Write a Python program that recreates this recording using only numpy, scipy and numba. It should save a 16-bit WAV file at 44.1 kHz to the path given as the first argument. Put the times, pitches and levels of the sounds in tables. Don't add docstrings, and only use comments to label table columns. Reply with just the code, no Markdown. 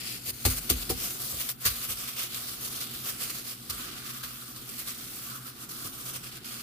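import sys
import numpy as np
from scipy import signal
from scipy.fft import rfft, irfft, next_fast_len
from scipy.io import wavfile
from scipy.ndimage import uniform_filter1d
from numba import njit

SR = 44100
rng = np.random.default_rng(int(sys.argv[2]) if len(sys.argv) > 2 else 0)


def how_loud(loudness_db):
    steps = np.asarray(loudness_db, float) / 20
    return 10 ** steps


def materialize(psi):
    bounded = np.clip(np.atleast_2d(psi).T, -1, 1)
    quanta = np.round(bounded * 32767).astype(np.int16)
    wavfile.write(sys.argv[1], SR, quanta)


N = 291942
t = np.arange(N) / SR

# (frequency [Hz], density [dB per Hz])
FAN_SPECTRUM = [(15, -43), (25, -8), (74, -8), (126, -6), (176, -4.5), (237, -4.5), (355, -5), (617, -24.5),
                (732, -15.5), (944, -21.5), (1120, -19), (1380, -11.5), (1780, -20), (4000, -18.5),
                (5200, -39), (8800, -120)]
# (centre [Hz], width [Hz], level [dB])
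FRIDGE_WHIRR = [(129.4, 3.7, -57), (235.8, 32, -57.5)]
MAINS_HUM_DB = [-69, -58]
# (frequency [Hz], shared part, clipped to 0..0.99 after interpolation)
PORT_LIKENESS = [(60, 1.6), (130, 0.76), (290, 0.86), (640, 0.5), (1410, 0.4), (3100, -3.25),
                 (6820, -0.089), (15000, -0.01)]
# (frequency [Hz], level [dB], t60 [s])
COUNTER_MODES = [(36, -9, 0.22), (47.7, 7, 0.62), (63.9, 20, 0.21)]
# (frequency [Hz], level [dB], t60 [s])
SHELF_MODES = [(78, -5, 0.14), (97.7, 1, 0.17), (130, -10.5, 0.25), (158.4, -0.5, 0.091)]
# (frequency [Hz], level [dB], t60 [s])
BOARD_MODES = [(179, -8, 0.29), (253.4, -6.5, 0.31), (358, -3, 0.15), (393, 9, 0.041), (469, -5, 0.12),
               (488, -1, 0.036), (646, -6.5, 0.054), (765, -4, 0.082), (915, -14.5, 0.063),
               (1175, -0.5, 0.035)]
# (time [s], slap [dB], counter boom [dB], shelf boom [dB], board knock [dB])
PAT_EVENTS = [
    (0.275, -53, -56, -51, -51),
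    (0.452, -9, -33.5, -29.5, -27),
    (0.698, -31, -33, -38.5, -28.5),
    (0.892, -33, -41, -41, -27.5),
    (1.327, -31, -51, -50, -45.5),
    (1.653, -24, -43, -40.5, -47),
    (1.889, -38, -55, -52, -61),
    (3.696, -40, -48.5, -54, -52),
    (4.236, -35, -59, -56, -63),
    (5.839, -49, -70, -53, -49),
]
# (frequency [Hz], density [dB per Hz])
FILM_SPECTRUM = [(290, -12.5), (500, -7), (602, -12.5), (745, -7), (812, -20), (936, -13), (1180, 0.5),
                 (1780, -5.5), (3330, 0.5), (4010, -0.5), (4370, 1.5), (6700, -3.5), (9040, -0.5),
                 (15100, -2.5)]
# (time [s], restless film [dB], wet grit under palm [dB], broad folds against finest creases [dB])
HAND_STATE = [(0.0, -39, -3, 1.5), (0.3, -46, -13, -2.5), (0.46, -40, -1, 0.5), (1.4, -41, -5.5, -2),
              (1.55, -59.5, -2, -3), (1.67, -37.5, 3, 2.5), (2.3, -42.5, -3, 0.5), (2.72, -40, -1, 0),
              (2.9, -43.5, 1, 3.5), (3.2, -40, -1, 0), (3.6, -48, -2, -1), (3.8, -41.5, 3.5, 2),
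              (4.45, -44.5, 3, 2.5), (5.1, -45, -2.5, -2), (5.35, -47, 10, -0.5), (5.55, -50, 2, 0),
              (6.2, -49.5, 3.5, -0.5), (6.62, -56, 1, 2)]
# (time [s], left minus right [dB])
ARM_PAN = [(0.0, 1.8), (1.4, 0.4), (2.0, -.3), (4.1, -1), (6.62, -1.0)]
# (time [s], level [dB], length [ms], fade t60 [s])
RUB_STROKES = [(0.03, -35, 95, 0.35), (0.247, -30, 60, 0.027), (0.546, -29.5, 42, 0.039),
               (0.759, -35.5, 74, 0.072), (0.963, -32, 81, 0.52), (1.092, -34.5, 22, 0.11),
               (1.359, -32.5, 66, 0.3), (1.447, -34.5, 70, 0.053), (1.598, -35.5, 67, 0.4),
               (1.798, -35, 57, 0.059), (2.07, -33.5, 23, 0.073), (2.148, -31.5, 88, 0.21),
               (2.3, -36.5, 79, .26), (2.402, -38, 90, .18), (2.502, -38, 42, .05), (2.598, -34.5, 65, .2),
               (2.699, -37, 50, 0.41), (3.035, -32.5, 66, 0.12), (3.194, -33, 39, 0.35),
               (3.332, -38, 37, 0.34), (3.428, -35.5, 84, 0.21), (4.1, -42, 75, .04),
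               (4.778, -37, 16, 0.14), (4.858, -34.5, 40, 0.26), (5.41, -41.5, 84, 0.099),
               (5.554, -41.5, 95, 0.065), (5.798, -35.5, 66, 0.28), (5.968, -37.5, 46, .05),
               (6.125, -34.5, 41, 0.12), (6.225, -39.5, 42, 0.22)]
# (time [s], level [dB], length [ms], fade t60 [s])
PALM_CRUSHES = [(0.44, -38, 26, 0.24), (0.45, -19.5, 5, 0.16), (0.496, -30.5, 27, 0.25),
                (0.692, -27, 6, 0.3), (0.699, -14.5, 1.6, 0.043), (0.891, -26, 12.6, 0.1),
                (1.159, -42.5, 25, 0.29), (1.196, -35, 110, .7), (1.488, -27.5, 2.7, .078),
                (1.651, -21.5, 17.3, .11), (1.885, -30.5, 39.5, .1), (1.969, -38, 73, 0.74),
                (2.23, -33, 3, .04), (2.344, -32, 1.9, .047), (2.802, -36, 29, 0.28), (2.904, -45, 49, .24),
                (3.161, -53, 140, .59), (3.293, -36, 23, 0.26), (3.69, -39.5, 125, .39),
                (3.695, -30, 11.6, 0.072), (4.056, -42, 53, 0.11), (4.23, -35, 6.9, 0.3),
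                (4.558, -41.5, 18, 0.13), (4.675, -43.5, 180, .6), (4.983, -43, 393, 0.061),
                (5.688, -40, 104, .45), (5.923, -42, 190, .04), (6.05, -37, 34, 0.6),
                (6.31, -44.5, 62, 0.09), (6.442, -40.5, 170, .37)]


def unit(x):
    return x / np.sqrt(np.mean(x ** 2))


def along(table, hz):
    f, v = np.transpose(table)
    return np.interp(np.log(hz + 1), np.log(f + 1), v)


def shaped(x, gain):
    size = next_fast_len(N)
    hz = np.arange(size // 2 + 1) * SR / size
    return irfft(rfft(x, size) * gain(hz), size)[..., :N]


def walk(rate_hz):
    k = int(SR / rate_hz)
    held = np.repeat(rng.standard_normal(N // 200), k)[:N]
    return unit(uniform_filter1d(uniform_filter1d(held, k), k))


def two_ports(a, b):
    def share(hz):
        return np.clip(along(PORT_LIKENESS, hz), 0, .99)

    mid = shaped(a, lambda hz: np.sqrt((1 + share(hz)) / 2))
    side = shaped(b, lambda hz: np.sqrt((1 - share(hz)) / 2))
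    return np.array([mid + side, mid - side])


def fan(level_db=-51.5, swell_db=-0.1, flicker_db=2.14):
    rumble = unit(shaped(rng.standard_normal((2, N)), lambda f: how_loud(along(FAN_SPECTRUM, f))))
    return rumble * how_loud(level_db + swell_db * walk(2.08) + flicker_db * walk(4))


def fridge_whirr():
    out = np.zeros((2, N))
    for hz, width_hz, db in FRIDGE_WHIRR:
        noise = rng.standard_normal((2, N))
        out += how_loud(db) * unit(shaped(noise, lambda f: 1 / (1 + (2 * (f - hz) / width_hz) ** 2)))
    return out


def fridge_mains(mains_hz=59.9, trim_db=2.5, sway_db=1.3):
    hum = sum(how_loud(db + trim_db) * np.sin(2 * np.pi * k * mains_hz * t + k)
              for k, db in enumerate(MAINS_HUM_DB, 1))
    return hum * how_loud(sway_db * walk(1.51))


def kitchen():
    return two_ports(*(fan() + fridge_whirr())) + fridge_mains()


def struck(modes, peak_db, push_s, luck_db, rise_cycles):
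    age = t[:SR // 2]
    body = np.zeros(len(age))
    for (hz, db, t60_s), luck in zip(modes, luck_db):
        rise = (1 - np.exp(-age * hz / rise_cycles)) ** 2
        body += how_loud(db + luck - 60 * age / t60_s) * np.sin(2 * np.pi * hz * age) * rise
    push_t = t[:SR // 8]
    push = rng.standard_normal(SR // 8) * push_t * np.exp(-push_t / push_s)
    sound = signal.fftconvolve(body, push)[:len(age)]
    return how_loud(peak_db) * sound / np.max(np.abs(sound))


def wet_slap(db, t60_s=0.021):
    band = signal.butter(2, [500, 1700], "band", fs=SR)
    return how_loud(db) * signal.lfilter(*band, rng.standard_normal(SR // 2)) * how_loud(-60 * t[:SR // 2] / t60_s)


def board_knock(db):
    luck_db = 1.9 * rng.standard_normal(len(BOARD_MODES))
    return struck(BOARD_MODES, db + 6, 0.0036, luck_db, rise_cycles=0.41)


def shelf_boom(db):
    return struck(SHELF_MODES, db + 8.5, 0.0012, np.zeros(len(SHELF_MODES)), rise_cycles=0.37)


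def counter_boom(db):
    return struck(COUNTER_MODES, db + 4, 0.0026, np.zeros(len(COUNTER_MODES)), rise_cycles=0.99)


def pats(knock_lag_s=0.00594):
    out = np.zeros((2, N + SR))
    for s, slap_db, boom_db, shelf_db, knock_db in PAT_EVENTS:
        i, j = int(s * SR), int((s + knock_lag_s) * SR)
        for side in out:
            side[i:i + SR // 2] += wet_slap(slap_db)
            side[j:j + SR // 2] += board_knock(knock_db)
            side[i:i + SR // 2] += shelf_boom(shelf_db)
            side[i:i + SR // 2] += counter_boom(boom_db)
    return two_ports(*out[:, :N])


def effort():
    s, stir_db, *_ = np.transpose(HAND_STATE)
    power = how_loud(2 * np.interp(t, s, stir_db))
    # share of the length, longest [ms]
    for table, share, longest_ms in ((RUB_STROKES, 0.4, np.inf), (PALM_CRUSHES, 0.28, 3)):
        for s, db, hold_ms, t60_s in table:
            i = int(s * SR)
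            age = t[:min(SR, N - i)]
            swell_ms = min(share * max(hold_ms, 1), longest_ms)
            fall_db = -60 * np.maximum(age - hold_ms / 1000, 0) / max(t60_s, .02)
            swell = 1 - np.exp(-age * 1000 / swell_ms)
            power[i:i + SR] += (how_loud(db + fall_db) * swell) ** 2
    return np.sqrt(power)


@njit
def ring_down(start, hz, fade, size, turn, n):
    out = np.zeros(n)
    for k in range(len(start)):
        step = fade[k] * np.exp(2j * np.pi * hz[k] / SR)
        z, i, left = size[k] * np.exp(1j * turn[k]), start[k], 1.
        while left > .002 and i < n:
            out[i] += z.imag
            z, left, i = z * step, left * fade[k], i + 1
    return out


def snaps(snaps_per_s=22000, cycles=2.66, scatter_db=2.0, lag_ms=.6):
    chance = rng.random((int(snaps_per_s * N / SR), 7)).T
    when, pitch, strength = chance[:3]
    hz = 500 + 15500 * pitch ** 1.49
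    fade = np.exp(-hz / SR * 2 / cycles)
    flat = np.sqrt(1 - fade ** 2) * (pitch + 0.028) ** 0.19
    size = flat * how_loud(scatter_db * np.minimum(-np.log(strength), 5.5))
    ports = []
    for lag, turn in chance[3:].reshape(2, 2, -1):
        start = (when * N + lag_ms * SR / 1000 * lag).astype(np.int64)
        ports.append(ring_down(start, hz, fade, size, 2 * np.pi * turn, N))
    return np.array(ports)


def film_colour(hz):
    return how_loud(along(FILM_SPECTRUM, np.minimum(hz, 15000)))


def blur(near, level_db=-7, smear_s=0.0019):
    keep = np.exp(-1 / SR / smear_s)
    trail = np.sqrt(signal.lfilter([1 - keep], [1, -keep], near ** 2))
    return how_loud(level_db) * trail * unit(shaped(rng.standard_normal((2, N)), film_colour))


def bounce(x, share=0.28, path_ms=0.376, roam_ms=0.17):
    out = []
    for port in x:
        lag = np.maximum(path_ms + roam_ms * walk(3.0), .05) * SR / 1000
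        out.append(port + share * np.interp(np.arange(N) - lag, np.arange(N), port))
    return np.array(out) / np.sqrt(1 + share ** 2)


def recolour(x, hz, octaves, db):
    part = shaped(x, lambda f: np.exp(-(np.log2((f + 1) / hz) / octaves) ** 4))
    return x + (how_loud(db) - 1) * part


def glove(trim_db=-0.28, flutter_db=1.1, shift_db=1.3, shifts_per_s=6.2):
    s, _, *columns = np.transpose(HAND_STATE)
    grit_db, broad_db = (np.interp(t, s, c) for c in columns)
    pan_db = np.interp(t, *np.transpose(ARM_PAN))
    fold_db = -2 + broad_db + shift_db * walk(shifts_per_s)
    fine_db = 4 - 0.37 * broad_db + shift_db * walk(shifts_per_s)
    near = unit(shaped(snaps(), film_colour)) * effort() * how_loud(trim_db + flutter_db * walk(90))
    out = bounce(near + blur(near))
    out = recolour(out, 1330, 0.39, grit_db)
    out = recolour(out, 2920, 1.0, fold_db)
    out = recolour(out, 18200, 0.7, fine_db)
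    return out * how_loud(pan_db * np.array([[.5], [-.5]]))


def scene():
    return kitchen() + pats() + glove()


def roll_off(x):
    return signal.sosfilt(signal.butter(12, 16670, fs=SR, output="sos"), x)


def record(dry):
    bass_cut = signal.butter(2, 28, "high", fs=SR, output="sos")
    top_cut = signal.ellip(10, .3, 45, 15480, fs=SR, output="sos")
    mix = signal.sosfilt(top_cut, signal.sosfilt(bass_cut, dry))
    return roll_off(mix)


dry = scene()
out = record(dry)
materialize(out)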